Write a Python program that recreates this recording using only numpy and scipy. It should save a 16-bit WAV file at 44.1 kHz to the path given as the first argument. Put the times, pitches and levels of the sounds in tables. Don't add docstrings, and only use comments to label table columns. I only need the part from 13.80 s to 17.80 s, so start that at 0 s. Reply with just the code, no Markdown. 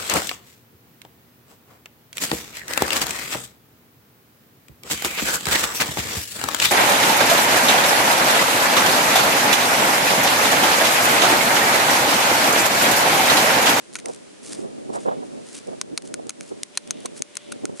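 import sys
import numpy as np
from scipy import signal
from scipy.fft import rfft, irfft, next_fast_len
from scipy.io import wavfile
from scipy.ndimage import map_coordinates

SR = 44100
rng = np.random.default_rng(int(sys.argv[2]) if len(sys.argv) > 2 else 0)


def dump_mix(stems):
    frames = np.atleast_2d(stems).T
    limited = np.clip(frames, -1, 1)
    pcm = np.round(limited * 32767).astype(np.int16)
    wavfile.write(sys.argv[1], SR, pcm)


N = 176400

# start in seconds, level in dB, knock in dB, knock ring in Hz, splinter ring in Hz,
# splinter in dB, crunch in dB, seconds for the crunch to fall 30 dB, thump in dB, left over right in dB.
TRUNK_BLOWS = [(.1546, -4, 3.5, 1440, 3150, 8, 4.5, 0.0097, -30, 1),
               (0.1646, -9.5, 3, 1420, 6600, 2, 1, 0.024, -34, 2),
               (.187, -15, 5.5, 1800, 3400, 3, 7.5, 0.02, -30, 1.5),
               (0.2583, -7, -1, 1380, 5100, -5, 4.5, 0.0034, -24, -3),
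               (2.0143, 5, -0.5, 1100, 5270, 5, -10.5, 0.011, -30, 2.5),
               (2.1765, 0.5, 0.5, 1200, 4440, 7, 2.5, 0.0043, -28, 3),
               (2.1804, -9, 6, 1060, 4300, 7, 4, 0.0067, -26, -1),
               (2.3413, 1, 0.5, 1510, 7050, -8, -4.5, 0.0082, -15, 2),
               (2.4943, -1.5, -4, 1460, 5600, -7, 2, 0.0068, -23, 3),
               (2.505, -11.5, 4, 1210, 5700, -10, 1, 0.0059, -30, -2),
               (2.6093, -6.5, 3.5, 1660, 6800, -6, -10, 0.007, -19, -2),
               (2.8330, 0.5, -9, 1330, 4080, 1, 0.5, 0.0033, -21.5, 2),
               (2.9740, 6, 0, 1630, 4150, 2.5, 1.5, 0.0089, -28, 2),
               (3.1082, 7, -3, 1380, 6300, 2.5, -8, 0.013, -34, 3),
               (3.2575, -6.5, -0.5, 1100, 8040, -24, 7.5, 0.0093, -12, 2),
               (3.4218, 6.5, -5.5, 2250, 6600, 6, -12.5, 0.0033, -32, 3),
               (3.5698, 2, -0.5, 1250, 6850, -4, -1.5, 0.0058, -32, 2.5),
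               (3.7193, -15.5, 8.5, 1450, 9500, 7, 9.5, 0.0058, -25, 5),
               (3.7228, -10, 4, 1250, 6300, -25, 5, 0.0058, -12, 2.5),
               (3.8545, -0.5, -2.5, 1400, 7200, -1, -9.5, 0.0057, -28, 5),
               (3.9973, -7.5, 4.5, 1380, 4470, 2, 7.5, 0.0039, -17.5, 0.5)]


def blows():
    thump_hz, thump_t60_s, trim_db = 330, 0.027, -2.5
    out, t = np.zeros((2, N)), np.arange(2048) / SR
    thump = unit_energy(np.sin(2 * np.pi * thump_hz * t) * amp(-60 * t / thump_t60_s))
    impulse = 1. * (t == 0)
    for start_s, level_db, *spot, crunch_db, decay_s, thump_db, pan_db in TRUNK_BLOWS:
        crack = wood(impulse, *spot) + amp(thump_db) * thump
        fibres = grains((2, len(t)), spread=1) * amp(-30 * t / decay_s) * (1 - np.exp(-t / 0.00038))
        crunch = stereo(wood(fibres, *spot), side_db=-10, pan_db=pan_db)
        blow = crack * amp([[pan_db / 2], [-pan_db / 2]]) + amp(crunch_db) * crunch
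        add(out, start_s, amp(level_db + trim_db) * blow)
    return out


# mode frequency in Hz, width in Hz, level in dB.
WOOD_MODES = [(1100, 170, -15), (1484, 172, -4.5), (2344, 670, -1.5), (3150, 1800, -14.5),
              (4150, 900, -3.5), (5180, 480, -7), (6300, 1090, 4), (8280, 840, -0.5), (9080, 270, -2.5)]


def wood(force, knock_db, knock_hz, splinter_hz, splinter_db):
    knock_below_hz, knock_ring_db = 3000, 4.5

    def response(f):
        body = sum(amp(db + knock_db * (hz < knock_below_hz)) * resonance(f, hz, width_hz)
                   for hz, width_hz, db in WOOD_MODES)
        knock = 1 + amp(knock_ring_db + knock_db / 2) * resonance(f, knock_hz, width_hz=220)
        splinter = 1 + amp(splinter_db) * resonance(f, splinter_hz, width_hz=650)
        return body * knock * splinter
    return unit_energy(filtered(force, response))


# start in seconds, level in dB.
TWIG_TICKS = [(.129, -23), (.136, -17.5), (0.144, -17), (0.2, -17.5), (.285, -15.5), (0.335, -18),
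              (.347, -18), (0.361, -22), (0.729, -14), (.748, -14.5), (1.767, -17), (1.788, -19),
              (1.872, -22), (2.222, -16.5), (2.469, -21), (2.953, -19.5), (3.075, -16.5), (3.205, -20),
              (3.377, -15), (3.554, -11)]
# frequency in Hz, relative level in dB.
LITTER_SPECTRUM = [(300, -65), (900, -8), (1600, -5), (3500, -3.5), (6000, 0.5), (9000, 2), (11000, -5.5),
                   (13000, -22)]


def ticks():
    out, t = np.zeros((2, N)), np.arange(1024) / SR
    click = amp(-7.5) * unit_rms(1. * (t == 0))
    for start_s, level_db in TWIG_TICKS:
        crackle = unit_rms(grains((2, len(t)), spread=0.17) * amp(-30 * t / 0.0067))
        snap = unit_energy(coloured(crackle + click, LITTER_SPECTRUM))
        add(out, start_s, amp(level_db) * stereo(snap, side_db=-9, pan_db=0.33))
    return out


# peak time in seconds, level in dB, 10 dB rise in seconds, 10 dB fall in seconds.
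LEAF_STROKES = [(.155, -55, 0.021, 0.036), (.305, -47, 0.042, 0.037), (.665, -40.5, 0.029, 0.046),
                (.73, -39, 0.046, 0.031), (.80, -49.5, 0.063, 0.046), (1.148, -41, 0.014, 0.028),
                (1.205, -49.5, 0.016, 0.069), (1.46, -60, 0.027, 0.027), (1.70, -48, .05, 0.068),
                (1.765, -41, 0.037, 0.033), (2.265, -41, 0.016, 0.02), (2.63, -48.5, 0.028, 0.025),
                (2.69, -51.5, 0.034, .03), (3.24, -53.5, 0.033, 0.046), (3.38, -44.5, 0.032, 0.026),
                (3.97, -47, 0.015, 0.025)]
# peak time in seconds, level in dB, 10 dB rise in seconds, 10 dB fall in seconds.
SCUFF_STROKES = [(1.36, -54.5, 0.19, 0.06), (2.95, -51.5, 0.024, 0.051), (3.18, -50, 0.16, 0.14),
                 (3.65, -50.5, 0.18, 0.16)]
# frequency in Hz, relative level in dB.
SCUFF_SPECTRUM = [(800, -28), (2200, -4), (3500, 0), (4700, -12), (9000, -20)]


def rustles():
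    leaves = stereo(coloured(grains((2, N), spread=0.55), LITTER_SPECTRUM), side_db=-12.5, pan_db=0.17)
    leaves *= amp(3.5 * wobble(rate_hz=260))
    scuffs = stereo(coloured(grains((2, N), spread=0.96), SCUFF_SPECTRUM), side_db=-7, pan_db=0)
    return leaves * swells(LEAF_STROKES) + scuffs * swells(SCUFF_STROKES)


# time in seconds, wind strength in dB.
WIND_STRENGTH = [(0, -65), (.13, -43), (.2, -44), (.33, -43), (.6, -50), (.7, -36.5), (.93, -35),
                 (1.03, -38.5), (1.15, -30.5), (1.21, -35.5), (1.34, -31.5), (1.48, -36.5), (1.58, -33),
                 (1.68, -44.5), (1.84, -45.5), (1.92, -32.5), (2.0, -43), (2.1, -35), (2.18, -42.5),
                 (2.3, -33.5), (2.44, -36.5), (2.53, -50), (2.61, -38), (2.68, -45.5), (2.78, -39),
                 (2.87, -59), (3.02, -49), (3.1, -35.5), (3.38, -40.5), (3.45, -57), (3.6, -58.5),
                 (3.73, -34), (3.8, -40.5), (3.94, -36), (4, -54)]
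# frequency in Hz, relative level in dB.
FLUTTER_SPECTRUM = [(25, -27), (60, -21.5), (130, -8.5), (230, 0.5), (380, -1.5), (600, -6), (1000, -23),
                    (2000, -41), (5000, -51)]


def wind():
    reference_db, eddy_db, flutter_db, growth_db_per_db = -30, 1.6, -30.5, 0.83
    gust_db = curves(WIND_STRENGTH)[0] - reference_db + eddy_db * wobble(rate_hz=78)
    air = coloured(rng.standard_normal((2, N)), FLUTTER_SPECTRUM)
    return stereo(air, side_db=12.83, pan_db=-1.04) * amp(flutter_db + growth_db_per_db * gust_db)


# peak time in seconds, level in dB, seconds from peak to 10 dB down, centre in Hz.
WIND_BUFFETS = [(0.264, -30, 0.019, 490), (0.294, -26, 0.017, 506), (0.793, -27.5, .012, 370),
                (0.846, -29, 0.026, 403), (1.102, -25, 0.0098, 380), (1.161, -25.5, .025, 650),
                (1.263, -20.5, 0.0084, 520), (1.286, -17, 0.013, 536), (1.32, -22.5, 0.019, 574),
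                (1.383, -31, 0.028, 390), (1.431, -31, 0.0097, 575), (1.888, -27, 0.013, 450),
                (1.931, -32.5, 0.017, 537), (2.133, -28, 0.014, 287), (2.244, -31.5, 0.013, 387),
                (2.396, -27, 0.0051, 450), (2.472, -34, 0.022, 330), (2.72, -26.5, 0.01, 396),
                (3.254, -25.5, 0.0074, 494), (3.406, -30, 0.0061, 324), (3.844, -23, .012, 330),
                (3.898, -24.5, 0.0038, 390)]
# multiple of the centre frequency, relative level in dB.
BUFFET_SPECTRUM = [(.1, -54), (.3, -18.5), (.65, -9), (1, -0.5), (1.35, -7), (2, -17.5), (3.2, -29),
                   (6, -67), (20, -78)]


def buffets():
    out, t = np.zeros((2, N)), np.arange(-4096, 4096) / SR
    for peak_s, level_db, half_width_s, centre_hz in WIND_BUFFETS:
        envelope = amp(-10 * np.abs(t / half_width_s) ** 1.47)
        spectrum = [(multiple * centre_hz, db) for multiple, db in BUFFET_SPECTRUM]
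        air = coloured(rng.standard_normal((2, len(t))), spectrum)
        puff = np.array([unit_rms(noise * envelope) for noise in air]) * np.sqrt(np.mean(envelope ** 2))
        add(out, peak_s + t[0], amp(level_db + 1.5) * stereo(puff, side_db=14, pan_db=-2.63))
    return out


# frequency in Hz, relative level in dB.
HUSH_SPECTRUM = [(25, -5), (70, -9), (130, 5.5), (220, 13.5), (380, 15.5), (650, 6.5), (1000, 4.5),
                 (2500, 3), (5000, 0.5), (9000, 0.5), (10500, -3), (12000, -22.5)]


def hush():
    air = stereo(coloured(rng.standard_normal((2, N)), HUSH_SPECTRUM), side_db=0, pan_db=0)
    return air * amp(-48.5 + 0.71 * wobble(rate_hz=2.22))


# time in seconds, pitch in Hz, rms level in dB.
WHINE_PATH = [(2.4, 592, -69), (2.8, 590, -61.5), (3.3, 588, -58), (3.7, 583, -55), (4.0, 573, -57)]


def whine():
    pitch_hz, level_db = curves(WHINE_PATH)
    gain = amp(level_db + 1.45 * wobble(rate_hz=10))
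    phase = 2 * np.pi * np.cumsum(pitch_hz + 3 * wobble(rate_hz=30)) / SR
    return gain * np.sqrt(2) * np.sin(phase)


def tree_scatter(direct, wet_db, t60_s):
    t = np.arange(SR // 3) / SR
    tail = unit_energy(grains((2, len(t)), spread=1) * amp(-60 * t / t60_s) * (1 - np.exp(-t / 0.006)))
    return direct + amp(wet_db) * signal.fftconvolve(direct, tail, axes=1)[:, :N]


def amp(db):
    return 10 ** (np.asarray(db) / 20)


def unit_rms(x):
    return x / np.sqrt(np.mean(x ** 2) + 1e-20)


def unit_energy(x):
    return unit_rms(x) / np.sqrt(x.shape[-1])


def resonance(f, hz, width_hz):
    return 1j * f * width_hz / (hz * hz - f * f + 1j * f * width_hz)


def filtered(x, response):
    n = x.shape[-1]
    padded = next_fast_len(n + 8192)
    return irfft(rfft(x, padded) * response(np.fft.rfftfreq(padded, 1 / SR)), padded)[..., :n]


def coloured(x, spectrum):
    hz, db = np.transpose(spectrum)
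    return unit_rms(filtered(x, lambda f: amp(np.interp(np.log(f + 1), np.log(hz), db))))


def curves(rows):
    times_s, *columns = np.transpose(rows)
    return [np.interp(np.arange(N) / SR, times_s, column) for column in columns]


def swells(strokes):
    t, power = np.arange(N) / SR, np.zeros(N)
    for peak_s, level_db, rise_s, fall_s in strokes:
        distance = np.abs(t - peak_s) / np.where(t < peak_s, rise_s, fall_s)
        power += amp(level_db - 10 * distance ** 2.08) ** 2
    return np.sqrt(power)


def wobble(rate_hz):
    return map_coordinates(rng.standard_normal(4096), [np.arange(N) * rate_hz / SR], mode="wrap")


def grains(shape, spread):
    return rng.standard_normal(shape) * np.exp(spread * rng.standard_normal(shape))


def stereo(pair, side_db, pan_db):
    mid, side = pair[0], amp(side_db) * pair[1]
    left, right = (mid + side) * amp(pan_db / 2), (mid - side) * amp(-pan_db / 2)
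    return np.array([left, right]) / np.sqrt(1 + amp(side_db) ** 2)


def add(out, start_s, sound):
    i = round(start_s * SR)
    out[:, i:i + sound.shape[1]] += sound[:, :max(N - i, 0)]


def scene():
    impacts = tree_scatter(blows() + ticks(), wet_db=-30, t60_s=0.1)
    return impacts + rustles() + wind() + buffets() + hush() + whine()


def record(dry):
    threshold_db, max_over_db, duck_db_per_db, recover_s = -30, 6.5, 0.65, 0.085
    cutoff_hz = 11100
    window = np.ones(400) / 400
    power = np.abs(signal.lfilter(window, 1, np.mean(dry, axis=0) ** 2))
    over_db = np.clip(10 * np.log10(power + 1e-12) - threshold_db, 0, max_over_db)
    release = np.exp(-np.arange(N) / SR / recover_s)
    held_db = np.maximum.accumulate(over_db / release) * release
    duck_db = duck_db_per_db * signal.lfilter(np.convolve(window, window), 1, held_db)
    return filtered(dry * amp(-duck_db), lambda f: 1 / np.sqrt(1 + (f / cutoff_hz) ** 54))


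dry = scene()
out = record(dry)
dump_mix(out)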